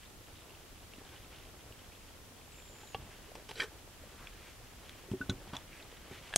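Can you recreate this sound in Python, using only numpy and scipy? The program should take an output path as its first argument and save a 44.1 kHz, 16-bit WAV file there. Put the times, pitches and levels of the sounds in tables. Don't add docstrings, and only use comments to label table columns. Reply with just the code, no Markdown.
import sys
import numpy as np
from scipy import signal
from scipy.fft import rfft, irfft, next_fast_len
from scipy.io import wavfile

SR = 44100
rng = np.random.default_rng(int(sys.argv[2]) if len(sys.argv) > 2 else 0)


def wav_out(sig):
    wavfile.write(sys.argv[1], SR, np.round(np.clip(np.atleast_2d(sig).T, -1, 1) * 32767).astype(np.int16))


def voltage_ratio(level):
    return 10 ** (np.asarray(level, float) / 20)


N = 281093

# frequency [Hz], level [dB per Hz].
RUMBLE_COLOUR = [(32, 0.5), (43, -2.5), (90, -2.5), (160, -11.5), (300, -15)]
SIMMER_COLOUR = [(150, -12.5), (330, 1), (550, -1.5), (900, -5.5), (1500, -10.5)]
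CLOTH_COLOUR = [(900, -6.5), (1600, -2), (2400, -2.5), (3200, -0.5), (4200, -10), (7000, -15.5),
                (12000, -40)]
HISS_COLOUR = [(25, 6), (92, -2.5), (1560, -10), (7710, -13), (9840, -16.5), (11000, -13), (14800, -20.5),
               (16000, -16.5)]
# time [s], cloth rustle level [dB].
EFFORT = [(0, -64), (.3, -64.5), (.78, -63.5), (1.15, -58.5), (1.65, -62), (2.55, -64.5), (2.9, -58),
          (3.32, -59), (3.8, -63), (4.21, -59), (4.86, -58), (5.25, -60), (5.4, -57), (5.75, -60.5),
          (6.07, -56), (6.3, -53.5)]
# time [s], rumble level [dB].
SHUDDERS = [
    (3.0, -52.5),
    (3.6, -64),
    (4.2, -61),
    (5.22, -50),
    (5.3, -47.5),
    (5.55, -59),
    (6.02, -56.5),
    (6.25, -65),
]
# time of fullest sound [s], level [dB rms], half length [s], middle pitch [Hz].
BRUSHES = [(0.034, -61.5, 0.024, 2520), (0.457, -59, 0.055, 500), (1.203, -69, 0.028, 3020),
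           (2.312, -60, 0.04, 350), (3.124, -57, 0.022, 2040), (3.381, -58, 0.033, 550),
           (3.628, -48.5, 0.028, 1100), (4.225, -57, 0.065, 1390), (4.46, -59, 0.085, 2440),
           (5.77, -59, 0.077, 2280), (6.152, -55.5, 0.043, 2430), (6.293, -58.5, 0.04, 3000)]
# start [s], peak level [dB], pitch [Hz].
BUBBLES = [(0.727, -46, 264), (0.982, -41, 285), (1.015, -41, 431), (1.016, -49, 800), (1.671, -53, 466),
           (1.747, -53, 436), (2.477, -46.5, 810), (2.696, -48, 590), (2.834, -41, 850), (3.288, -45, 460),
           (4.036, -42, 560), (4.231, -57, 250), (4.611, -47, 745), (5.925, -41.5, 473)]
# start [s], peak level [dB], pitch [Hz].
TICKS = [(0.0238, -53, 2900), (0.5048, -43.5, 2800), (0.9353, -38, 2750), (1.0495, -46, 3570),
         (1.0899, -45, 3300), (1.1613, -42, 3000), (1.3593, -45, 3530), (1.723, -41.5, 2900),
         (1.7913, -43, 3080), (2.6219, -45.5, 3250), (2.8724, -44, 3890), (4.9302, -44, 2340),
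         (5.7294, -39, 2350), (5.7992, -42, 2600), (6.1614, -53, 2420), (6.2761, -48, 2600)]
# time [s], jump in pitch [Hz].
VALVE_SLIPS = [(2.577, 302), (2.645, 298), (2.688, 248), (2.735, 300), (2.79, 199), (2.826, 450),
               (2.872, 300), (2.905, 250)]
# start [s], swell [s], fade [s], peak level [dB].
SCRAPES = [
    (3.476, 0.025, 0.032, -52.5),
    (3.53, .1, 0.033, -43),
]

# start [s], peak level [dB], contact time [s], tilt towards high modes [dB per octave].
KNOB_HITS = [
    (2.931, -51, .004, 5),
    (2.9455, -26, 0.0021, -3.5),
    (2.949, -30.5, 0.0051, 4),
]
GRATE_HITS = [(3.575, -47, .01, 7), (3.5995, -23, 0.0019, 0), (3.6025, -19, .002, 3),
              (3.608, -25, 0.0016, 3), (3.619, -26.5, .003, 2), (3.627, -38, 0.031, -8),
              (3.642, -40, 0.0014, -11)]
TABLE_HITS = [(2.962, -44, 0.0045, 1), (2.982, -42, .003, -11), (5.086, -44, .003, 15),
              (5.114, -23.5, 0.0041, -2), (5.124, -44, 0.0035, 4), (5.134, -25, 0.0042, 18.5),
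              (5.2045, -31, 0.0055, -5), (5.2928, -22.5, 0.0069, 6), (5.313, -29.5, 0.0046, 1),
              (5.474, -47, .003, -12), (5.531, -32.5, 0.0027, 5), (5.537, -41, 0.0048, 11),
              (6.02, -50, 0.006, 7), (6.111, -37, 0.0043, 3)]
POT_HITS = [
    (5.2125, -30.5, 0.0042, 6),
    (5.297, -33, 0.004, 21.5),
    (5.535, -46, 0.0026, -5),
]
HANDLE_HITS = [
    (4.271, -36, 0.0012, -9),
    (5.296, -26, 0.005, 5.5),
    (5.5662, -28.5, 0.0025, 5.5),
]
HELD_HITS = [(3.316, -42, 0.0048, -2), (3.3525, -35.5, 0.0056, 0.5), (3.490, -35.5, 0.009, 2.5),
             (3.510, -34, 0.0053, 3), (3.556, -40, .003, 4), (4.8935, -38.5, .0012, 4),
             (5.115, -38, 0.014, 6), (5.476, -43.5, .001, 5), (5.533, -35.5, 0.029, 1),
             (5.55, -38.5, 0.013, 6), (5.826, -42.5, .002, 5)]
CLASP_HITS = [
    (6.328, -33, 0.0025, -1.5),
    (6.3378, -22.5, 0.0018, .6),
]
SNAP_HITS = [
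    (6.3575, -31, 0.003, 16),
    (6.361, -17, 0.003, 1),
]

# frequency [Hz], level [dB], time to fall 60 dB [s].
KNOB = [(92, -13, 0.14), (460, 1, 0.067), (780, 4, 0.029), (1140, -4.5, 0.14), (1680, 0, 0.041),
        (2240, 0, 0.035), (2780, 5, .025), (3250, -3, .02), (4000, -14, .02), (4650, -21, .02),
        (5400, -20, 0.018), (6500, -21, .02)]
GRATE = [(436, -14, 0.15), (1515, -7, 0.13), (1556, 10.5, 0.043), (1800, 5, 0.047), (2290, 7, 0.043),
         (2465, 2, 0.059), (3070, -3.5, 0.074), (3280, -1, 0.05), (3920, -12, 0.064), (4730, -10, 0.035),
         (5860, -10, 0.02), (8200, -29, 0.032), (7300, -12, 0.012), (10900, -17, 0.014)]
TABLE = [(132, -7.5, 0.14), (207, -2, 0.063), (269, -4.5, 0.11), (375.6, -5.5, 0.086), (460, -23, .06),
         (579, -17.5, 0.087), (774, -45, .05)]
POT = [(1150, -11, .04), (1486, 5.5, 0.054), (1565, -6, 0.031), (2170, -33, 0.036), (2740, -25, 0.067),
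       (3570, -18.5, 0.054)]
HANDLE = [(1660, -5, 0.026), (2130, -0.5, 0.013), (2500, 4, 0.022), (2910, 8, 0.007), (3240, -0.5, 0.016),
          (3430, 6.5, 0.033), (4010, 3.5, 0.017), (4270, -5, 0.017), (4930, -3.5, 0.017),
          (5830, -0.5, 0.014), (6420, -1.5, .015), (6930, -8, 0.021), (8240, -13.5, .012),
          (10200, -20, .012)]
# frequency [Hz], level [dB], time to fall 60 dB [s].
HELD = [(550, -1.5, 0.03), (900, -6, 0.041), (1550, -2, 0.0085), (2250, 1.5, 0.0061), (3300, 2.5, 0.0043),
        (4020, -5, 0.011), (5300, -11, 0.0053), (6500, -16, 0.0043), (7700, -16.5, 0.0038),
        (9600, -21, .004), (12200, -24, .004)]
CLASP = [(610, -6, 0.02), (1676, -1.5, 0.044), (2770, 3, 0.017), (3520, 1, 0.011), (5060, -10, 0.011),
         (7000, -15, .01), (9000, -18, .01)]
SNAP = [(560, 2, 0.017), (770, 8, 0.021), (1690, -8, 0.036), (2240, -6, 0.033), (3330, 0, 0.02),
        (4240, -2, .02), (4740, 0, 0.016), (6500, 5, 0.035), (7740, 3, 0.022), (9200, 9.5, 0.017),
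        (9950, 0, 0.022), (12300, -4, .012), (12900, -13, .02)]
# frequency [Hz], peak level [dB], time to fall 60 dB [s].
CRACK_BODY = [(200, -39, .07), (700, -23, .016)]

RUMBLE_DB, RUMBLE_FOLLOWS = -58.5, 0.22
SIMMER_DB, SIMMER_FOLLOWS = -62, 0.36
SHUDDER_RISE_S, SHUDDER_T60_S = 0.01, 1
SLOSH_DB = -9.5
SWAY_HZ, SWAY_DB = 40, -8.5
SIZZLE_DB, FLAME_OUT_S, COOLING_DB_PER_S, COOLED_DB = -70, 2.7, 15, -77
BUBBLE_T60_S, TICK_T60_S = 0.032, 0.03
VALVE_START_S, VALVE_SHUT_S, VALVE_DB, START_DB = 2.515, 2.947, -66.5, 3
VALVE_HZ, OVERSHOOT_HZ, SETTLE_S, SAG_HZ_PER_S = 7280, 1450, .015, 1350
SLIP_DB_PER_HZ, SLIP_S = .004, .03
PINCH_HZ, PINCH_S, FLUTTER = 450, .012, .019
SWELL_DB = 22.5
CRACK_S, CRACK_DB, CRACK_HZ, CRACK_T60_S, CRACK_TOP_HZ = 6.3605, -3.2, 8200, .00045, 11800
MIC_TOP_HZ, CUTOFF_HZ, HISS_DB = 14000, 15760, -57


def in_time(rows):
    s, *columns = np.transpose(rows)
    return [np.interp(np.arange(N) / SR, s, column) for column in columns]


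def coloured(x, spectrum):
    hz, db = np.transpose(spectrum)
    size = next_fast_len(N)
    octaves = np.log2(np.fft.rfftfreq(size, 1 / SR) + 1)
    below = np.maximum(np.log2(hz[0]) - octaves, 0)
    above = np.maximum(octaves - np.log2(hz[-1]), 0)
    gain_db = np.interp(octaves, np.log2(hz), db) - 13.7 * (below + above)
    y = irfft(rfft(x, size) * voltage_ratio(gain_db), size)[..., :N]
    return y / np.sqrt(np.mean(y ** 2))


def drift(rate):
    r = np.exp(-80 * np.pi * rate / SR)
    noise = rng.standard_normal(N // 40 + 2002)
    slow = signal.lfilter([1], [1, -2 * r, r * r], noise)[2000:]
    return np.interp(np.arange(N) / 40, np.arange(len(slow)), slow / slow.std())


def ring(clicks, hz, t60):
    r = voltage_ratio(-60 / (max(t60, 2e-4) * SR))
    w = 2 * np.pi * hz / SR
    return signal.lfilter([0, np.sin(w)], [1, -2 * r * np.cos(w), r * r], clicks + 1e-18)


def grains(per_s, spread_db):
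    sizes = voltage_ratio(spread_db * np.minimum(rng.exponential(1, N), 4)) * rng.choice([-1, 1], N)
    return sizes * (rng.random(N) < per_s / SR)


def add(out, s, db, sound):
    at = round(s * SR)
    out[at:at + len(sound)] += (voltage_ratio(db) * sound / np.abs(sound).max())[:N - at]


def blows(hits, body, rough, blur_db, scatter_db=3.5, sign=-1):
    out, t = np.zeros(N), np.arange(SR // 5) / SR
    chatter = rng.standard_normal((len(hits), len(t))) ** 3 / 4
    luck = rng.standard_normal((len(hits), len(body)))
    for (s, db, contact_s, tilt_db), noise, chance in zip(hits, chatter, luck):
        push = np.exp(-(t * body[-1][0] * 1.35 - 2) ** 2)
        fading = np.exp(-t / max(contact_s, 1e-4))
        force = push / push.sum() + rough * noise * fading / np.sqrt(SR * contact_s)
        sound = 0
        for k, (hz, mode_db, t60) in enumerate(body):
            octaves_up = np.log2(hz / body[0][0])
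            gain = voltage_ratio(mode_db + tilt_db * octaves_up + scatter_db * chance[k])
            blur = voltage_ratio(blur_db) * ring(force, hz * 1.019, t60 * 0.21)
            sound = sound + gain * (ring(force, hz, t60) + blur) * sign ** k
        add(out, s, db, sound)
    return out


def background():
    cloth_db, = in_time(EFFORT)
    swing_db = cloth_db - cloth_db.mean()
    t = np.arange(N) / SR
    shaken = np.zeros(N)
    for s, db in SHUDDERS:
        rise = np.clip((t - s) / SHUDDER_RISE_S + 1, 0, 1)
        shaken += voltage_ratio(db - 60 * np.abs(t - s) / SHUDDER_T60_S) ** 2 * rise
    rumble = coloured(rng.standard_normal(N) * voltage_ratio(2.0 * drift(16.0)), RUMBLE_COLOUR)
    simmer = coloured(grains(900 * voltage_ratio(3 * drift(12)), spread_db=3.0), SIMMER_COLOUR)
    cloth = coloured(grains(3500 * voltage_ratio(4.3 * drift(15)), spread_db=3.0), CLOTH_COLOUR)
    rumble_gain = np.sqrt(voltage_ratio(RUMBLE_DB + RUMBLE_FOLLOWS * swing_db) ** 2 + shaken)
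    simmer_gain = np.sqrt(voltage_ratio(SIMMER_DB + SIMMER_FOLLOWS * swing_db) ** 2 + shaken * voltage_ratio(SLOSH_DB) ** 2)
    sway = ring(rng.standard_normal(N), SWAY_HZ, 0.88)
    table_sway = voltage_ratio(SWAY_DB) * np.sqrt(shaken) * sway / sway.std()
    return table_sway + rumble_gain * rumble + simmer_gain * simmer + voltage_ratio(cloth_db - 3.5) * cloth


def brushes():
    fibres, out, t = grains(5000, spread_db=3.0), np.zeros(N), np.arange(N) / SR
    for s, db, half_s, hz in BRUSHES:
        near = np.abs(t - s) < 3 * half_s
        band_filter = signal.butter(1, [hz * 0.68, hz * 1.15], "band", fs=SR, output="sos")
        band = signal.sosfilt(band_filter, fibres[near])
        out[near] += voltage_ratio(db) * np.exp(-((t[near] - s) / half_s) ** 2) * band / band.std()
    return out


def sizzle():
    since_out = np.maximum(np.arange(N) / SR - FLAME_OUT_S, 0)
    db = np.maximum(SIZZLE_DB - COOLING_DB_PER_S * since_out, COOLED_DB)
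    spits = grains(400 * voltage_ratio(5.5 * drift(6.2)), spread_db=7.0)
    dealt = rng.integers(0, 8, N)
    pitches = np.geomspace(2400, 3800, 8)
    sound = sum(ring(spits * (dealt == k), hz, 30 / hz) for k, hz in enumerate(pitches))
    return voltage_ratio(db) * sound / sound.std()


def small_sounds(rows, t60, partner, partner_db):
    out, click = np.zeros(N), 1. * (np.arange(SR // 10) == 0)
    for s, db, hz in rows:
        neighbour = voltage_ratio(partner_db) * ring(click, hz * partner, t60 * 0.33)
        add(out, s + 0.00112, db - 2.5, ring(click, hz, t60) + neighbour)
    return out


def valve():
    t = np.arange(N) / SR
    since = np.maximum(t - VALVE_START_S, 0)
    opening = np.clip(np.minimum(t - VALVE_START_S, VALVE_SHUT_S - t) / .006, 0, 1)
    jerks = sum(jump_hz * (t > s) * np.exp(-np.abs(t - s) / SLIP_S) for s, jump_hz in VALVE_SLIPS)
    hz = VALVE_HZ + OVERSHOOT_HZ * np.exp(-since / SETTLE_S) - SAG_HZ_PER_S * since
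    hz -= PINCH_HZ * np.exp(-np.abs(VALVE_SHUT_S - t) / PINCH_S)
    phase = 2 * np.pi * np.cumsum(jerks + hz * (1 + FLUTTER * drift(420))) / SR
    db = VALVE_DB + START_DB * np.exp(-since / 0.043) + SLIP_DB_PER_HZ * jerks
    breath_db = 1.9 * drift(70) + 3.6 * drift(300)
    return np.sqrt(2) * opening * voltage_ratio(db + breath_db) * np.sin(phase)


def scrape():
    t = np.arange(N) / SR
    slips = grains(2700, spread_db=-4.0)
    sound, stroke = np.zeros(N), np.zeros(N)
    for k, (hz, level_db, t60) in enumerate(GRATE):
        sound += voltage_ratio(0.34 * level_db) * ring(slips, hz, 0.14 * t60) * (-1) ** k
    for s, swell_s, fade_s, peak_db in SCRAPES:
        away = np.maximum((s + swell_s - t) / swell_s, (t - s - swell_s) / fade_s)
        stroke += voltage_ratio(peak_db - SWELL_DB * away ** 2) * (away < 1)
    return stroke * sound / sound.std()


def stove():
    knob = blows(KNOB_HITS, KNOB, rough=2.7, blur_db=3)
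    grate = blows(GRATE_HITS, GRATE, rough=1.4, blur_db=7.5)
    return valve() + knob + grate + scrape()


def table():
    planks = blows(TABLE_HITS, TABLE, rough=0.49, blur_db=-29, sign=0.89)
    return signal.sosfilt(signal.butter(2, 75, "high", fs=SR, output="sos"), planks)


def iron():
    pot = blows(POT_HITS, POT, rough=0.9, blur_db=-9)
    handle = blows(HANDLE_HITS, HANDLE, rough=1.6, blur_db=11.0)
    held = blows(HELD_HITS, HELD, rough=4.8, blur_db=16)
    return pot + handle + held


def crack():
    out, click = np.zeros(N), 1. * (np.arange(SR // 20) == 0)
    top_filter = signal.cheby2(10, 40, CRACK_TOP_HZ, fs=SR, output="sos")
    add(out, CRACK_S, CRACK_DB, signal.sosfilt(top_filter, ring(click, CRACK_HZ, CRACK_T60_S)))
    for hz, db, t60 in CRACK_BODY:
        add(out, CRACK_S, db, ring(click, hz, t60))
    return out


def snap():
    clasp = blows(CLASP_HITS, CLASP, rough=1.2, blur_db=3)
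    return clasp + blows(SNAP_HITS, SNAP, rough=2.5, blur_db=7) + crack()


def scene():
    bubbles = small_sounds(BUBBLES, BUBBLE_T60_S, partner=1.96, partner_db=-9.5)
    ticks = small_sounds(TICKS, TICK_T60_S, partner=1.07, partner_db=2)
    quiet = background() + brushes() + sizzle() + bubbles + ticks
    return np.tile(quiet + stove() + table() + iron() + snap(), (2, 1))


def low_pass(x):
    return signal.sosfilt(signal.butter(12, 16410, fs=SR, output="sos"), x)


def record(dry):
    heard = signal.sosfilt(signal.butter(4, MIC_TOP_HZ, fs=SR, output="sos"), dry)
    hiss = voltage_ratio(HISS_DB) * coloured(rng.standard_normal(dry.shape), HISS_COLOUR)
    size = next_fast_len(N)
    passed = np.fft.rfftfreq(size, 1 / SR) < CUTOFF_HZ
    mix = irfft(rfft(heard + hiss, size) * passed, size)[:, :N]
    return low_pass(mix)


dry = scene()
out = record(dry)
wav_out(out)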